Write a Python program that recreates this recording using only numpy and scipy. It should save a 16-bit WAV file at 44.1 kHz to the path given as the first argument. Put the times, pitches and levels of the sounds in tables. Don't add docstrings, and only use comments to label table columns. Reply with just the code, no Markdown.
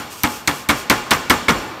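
import sys
import numpy as np
from scipy import signal
from scipy.io import wavfile

SR = 44100
rng = np.random.default_rng(int(sys.argv[2]) if len(sys.argv) > 2 else 0)


def attenuation_scalar(level_db):
    decades = np.asarray(level_db, float) / 20
    return 10 ** decades


def waveform_to_disk(signal):
    frames = np.transpose(np.atleast_2d(signal))
    scaled = np.clip(frames, -1, 1) * 32767
    samples = np.round(scaled).astype(np.int16)
    wavfile.write(sys.argv[1], SR, samples)


N = 79380
LEAD = SR // 10


def clock():
    return (np.arange(N + LEAD) - LEAD) / SR


def at_hz(points, hz):
    table = np.array(points)
    return np.interp(np.log(hz), np.log(table[:, 0]), table[:, 1])


def clicks_at(times_s, gains):
    out = np.full(N + LEAD, 1e-18)
    np.add.at(out, (np.asarray(times_s) * SR).astype(int) + LEAD, gains)
    return out


def ring(clicks, hz, t60):
    r = attenuation_scalar(-60 / (t60 * SR))
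    w = 2 * np.pi * hz / SR
    return signal.lfilter([0, np.sin(w)], [1, -2 * r * np.cos(w), r * r], clicks)


def grains(per_s, sizes_db):
    n = N + LEAD
    sizes = attenuation_scalar(sizes_db * np.minimum(rng.exponential(1, n), 2.5))
    x = sizes * rng.choice([-1, 1], n) * (rng.random(n) < per_s / SR)
    return x / x.std()


EDGES = 36 * 2 ** np.arange(0, 8.9, 1 / 3)


def coloured(sources, spectrum, envelope):
    centres = np.sqrt(EDGES[1:] * EDGES[:-1])
    gains = attenuation_scalar(at_hz(spectrum, centres)) * (centres > spectrum[0][0])
    gains = gains / np.sqrt(np.sum(gains ** 2 * np.diff(EDGES)) * 2 / SR)
    out = 0
    for k, (hz, gain) in enumerate(zip(centres, gains)):
        band = signal.butter(2, EDGES[k:k + 2], "band", fs=SR, output="sos")
        out = out + gain * signal.sosfilt(band, sources[k % 2] * envelope(hz) + 1e-18)
    return out


BLOW_S = [-.025, .2343, .4746, .6884, .8984, 1.1077, 1.2976, 1.4832]
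SLAM_S = [-.02, .2395, .4784, .6914, .9001, 1.1122, 1.3006, 1.4835]
# level in dB, brightness in dB per octave, hold in seconds, tail level in dB.
SLAMS = [
    (-24.5, 1.14, 0.013, 6.5),
    (-15, 1, 0.0097, -1.5),
    (-13, 1.5, 0.0049, -3.5),
    (-11.5, 1.37, 0.0093, -1),
    (-10, 1.28, 0.0099, -0.05),
    (-9.5, 1.5, 0.0064, -2),
    (-8, 1.38, 0.0061, -2),
    (-8.5, .1, 0.012, 0),
]
PRESS_DB = -2.5


def dying(hz, t60s, rise_s, rattles):
    t = clock()[::8]
    power = 0
    for s, blow_s, (db, tilt_db, hold, tail_db) in zip(SLAM_S, BLOW_S, SLAMS):
        age = np.maximum(t - s, 0)
        level_db = db + tilt_db * np.log2(hz / 1000)
        waiting = np.exp(-age / rise_s)
        shape = 1 - waiting
        if rattles:
            shape = shape + attenuation_scalar(PRESS_DB) * (t > blow_s) * waiting
            age = np.maximum(age - hold, 0)
        else:
            level_db = level_db + tail_db
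        power = power + (attenuation_scalar(level_db - 60 * age / at_hz(t60s, hz)) * shape) ** 2
    return np.interp(clock(), t, np.sqrt(power))


# frequency in Hz, density in dB per Hz.
FLOOR = [(18, -44), (30, -14), (81, 4.5), (526, -4.5), (1070, 3.5), (7270, -29.5), (16000, -13)]


def air():
    return attenuation_scalar(-42) * coloured(rng.standard_normal((2, N + LEAD)), FLOOR, lambda hz: 1)


TAIL_RISE_S = 0.027
# frequency in Hz, density in dB per Hz.
TAIL = [(24, -42), (40, 0.5), (329, 2.5), (615, -5), (1440, -7.5), (5310, -17), (7360, -21.5),
        (14500, -26.5), (16000, -34)]
# frequency in Hz, t60 in seconds.
TAIL_T60 = [(60, .5), (250, 0.32), (1000, 0.63), (3000, 0.55), (12000, 0.41)]
# frequency in Hz, t60 in seconds.
HALL_T60 = [(60, 0.37), (1000, 4.7), (12000, 0.42)]


def shop_tail():
    tail_db, hall_db, patchy_db = -8.5, -20, 0.7

    def envelope(hz):
        flicker = np.interp(clock(), np.linspace(-.1, N / SR, 60), rng.standard_normal(60))
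        quick = attenuation_scalar(tail_db) * dying(hz, TAIL_T60, TAIL_RISE_S, False)
        slow = attenuation_scalar(hall_db) * dying(hz, HALL_T60, TAIL_RISE_S, False)
        return np.hypot(quick, slow) * attenuation_scalar(patchy_db * flicker)
    return coloured(rng.standard_normal((2, N + LEAD)), TAIL, envelope)


# peak in seconds, level in dB, rise and fall in seconds.
SHIVERS = [(.008, -40, .02, 0.016), (0.122, -36, 0.02, 0.032), (.19, -38, 0.042, .05),
           (0.331, -33.5, 0.086, 0.073), (.56, -35, 0.08, 0.073), (.79, -34, 0.056, 0.046),
           (.96, -42, .02, 0.046), (1.14, -29, .01, .02), (1.33, -37, .01, .02), (1.505, -41, 0.015, .015),
           (1.6, -43.5, .04, 0.12)]
# frequency in Hz, density in dB per Hz.
SHIVER = [(1470, -36), (2500, 0.5), (3980, -6), (5690, -0.5), (9580, -5), (14600, -7.5), (16000, -18)]


def shiver():
    t = clock()
    level = 0
    for s, db, rise, fall in SHIVERS:
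        level = level + attenuation_scalar(db) * np.exp(-((t - s) / np.where(t < s, rise, fall)) ** 2)
    buzz = grains(per_s=4400, sizes_db=2.7)
    return coloured([buzz, buzz[::-1]], SHIVER, lambda hz: level)


WIRE_HZ = [845, 1060, 1210, 1440, 1770, 2300, 2800, 3300, 4330, 5560, 6350, 7250, 7800, 9050]
# width in Hz, level in dB.
WIRES = [(25.4, 9.5), (40, 9.5), (30.2, 9), (30, 7.5), (30, 1.5), (40, 7.5), (30, 6), (40, 5.5), (50, 3.5),
         (40, 3.5), (50, -2), (70, 1.5), (50, -8.5), (60, -9)]
# frequency in Hz, t60 in seconds.
WIRES_T60 = [(800, 1.12), (2500, 0.67), (5000, 0.4), (9000, 0.87)]


def wires():
    out = 0
    for hz, (width, db) in zip(WIRE_HZ, WIRES):
        sung = ring(rng.standard_normal(N + LEAD), hz, 2.2 / width)
        out = out + attenuation_scalar(db - 31.5) * dying(hz, WIRES_T60, TAIL_RISE_S, False) * sung / sung.std()
    return out


# tick level in dB, hammer ring level in dB, thump level in dB.
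BLOWS = [
    (-10, -56, -25.5),
    (4.5, -39, -17.5),
    (3, -47, -21.5),
    (-1, -60, -18),
    (6, -45, -19),
    (0.1, -46, -19.5),
    (3, -53, -18),
    (-17, -44, -19.5),
]
# frequency in Hz, level in dB, t60 in seconds.
THUMP = [(80, -10, 0.2), (124, 0.5, 0.056), (209.3, 4, 0.087), (240.6, -6.3, 0.38), (288.4, 1.5, 0.16),
         (340.5, -16, 0.14), (844, -8, 0.35), (1156, -37, 0.24)]


def thump():
    db = np.transpose(BLOWS)[2]
    chance = rng.normal(0, 3.2, (len(db), len(THUMP)))
    out = 0
    for k, (hz, level_db, t60) in enumerate(THUMP):
        out = out + ring(clicks_at(SLAM_S, attenuation_scalar(db + level_db + chance[:, k])), hz, t60)
    return out


# frequency in Hz, density in dB per Hz.
CLATTER = [(24, -40), (40, -8), (283, -0.5), (751, -6), (1070, 0), (2320, -5.5), (4930, -16.5), (8990, -23),
           (16000, -32.5)]
# frequency in Hz, t60 in seconds.
CLATTER_T60 = [(60, 0.29), (250, 0.15), (1000, 0.22), (3000, 0.085), (12000, 0.12)]
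KNOCKS_DB = [-39, -24.5, -18.5, -19, -19, -22.5, -22, -18.5]
# frequency in Hz, width in Hz, level in dB.
PANEL = [(77.3, 19, -7.5), (288, 117, 9.5), (527, 16, -7), (1124, 40, 2), (1470, 37, -7.5), (2216, 68, 12),
         (2770, 37, -16), (3270, 144, 1), (3325, 100, -23)]


def clatter():
    knocks = grains(per_s=2500, sizes_db=3.5)
    out = coloured([knocks, knocks[::-1]], CLATTER, lambda hz: dying(hz, CLATTER_T60, 0.00033, True))
    db = np.array(KNOCKS_DB)
    chance = rng.normal(0, 3, (len(db), len(PANEL)))
    for k, (hz, width, level_db) in enumerate(PANEL):
        clicks = clicks_at(SLAM_S, attenuation_scalar(db + level_db + chance[:, k]))
        out = out + (-1) ** k * ring(clicks, hz, 2.3 / width)
    return out


HAMMER_HZ = 13954, 14643
HAMMER_DB = (.1, -1.2)


def hammer_ring():
    db = np.transpose(BLOWS)[1]
    out = 0
    for hz, level_db in zip(HAMMER_HZ, HAMMER_DB):
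        out = out + ring(clicks_at(BLOW_S, attenuation_scalar(db + level_db)), hz, t60=0.56)
    return out


# frequency in Hz, level in dB, t60 in seconds.
STRIP = [(4360, 5, 0.0025), (5460, 3.9, 0.0035), (6000, 2.5, 0.0028), (9000, 0, 0.0036),
         (12210, -2.5, 0.0072), (14000, -10, 0.0033), (14900, -4, 0.0033)]
REBOUND_S = [.2374, .266, .2745, .4788, .5137, .692, .7125, .943, 1.1102, 1.136, 1.508]
# level in dB, frequency in Hz, cycles of ring.
REBOUNDS = [(-2, 10000, 8), (-17, 7300, 28), (-7, 3100, 4), (5, 7100, 9.7), (-5, 3000, 5), (-5, 11200, 13),
            (-10, 8000, 10), (-16, 4300, 5), (-1.5, 9400, 36), (-1, 5500, 7.7), (-9, 5900, 31)]


def ticks():
    db = np.transpose(BLOWS)[0] - 17.5
    second_s = np.array(BLOW_S) + .0005
    second_db = 1.5
    chance = rng.normal(0, 4.4, (len(db), len(STRIP), 2))
    out = 0
    for k, (hz, level_db, t60) in enumerate(STRIP):
        first = clicks_at(BLOW_S, attenuation_scalar(db + level_db + chance[:, k, 0]))
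        second = clicks_at(second_s, attenuation_scalar(db + second_db + level_db + chance[:, k, 1]))
        out = out + (-1) ** k * ring(first + second, hz, t60)
    for s, (level_db, hz, cycles) in zip(REBOUND_S, REBOUNDS):
        out = out + ring(clicks_at([s], attenuation_scalar(level_db)), hz, cycles / hz)
    return signal.sosfilt(signal.butter(2, 1700, "high", fs=SR, output="sos"), out)


def scene():
    background = air() + shop_tail()
    grid_and_pallet = shiver() + wires() + thump() + clatter()
    hammer_on_strip = hammer_ring() + ticks()
    return (background + grid_and_pallet + hammer_on_strip)[None, LEAD:]


def top_cut(x):
    return signal.sosfilt(signal.butter(12, 16640, fs=SR, output="sos"), x)


def record(dry):
    x = signal.sosfilt(signal.butter(2, 55, "high", fs=SR, output="sos"), dry)
    dip_hz, dip_q, dip_share = 10200, 9, 0.6
    x = x - dip_share * signal.lfilter(*signal.iirpeak(dip_hz, dip_q, fs=SR), x)
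    top_cut_hz = 15900
    x = signal.sosfilt(signal.cheby2(8, 30, top_cut_hz * 1.03, fs=SR, output="sos"), x)
    x = x / (1 + np.abs(x) ** 6) ** (1 / 6)
    return top_cut(x)


dry = scene()
out = record(dry)
waveform_to_disk(out)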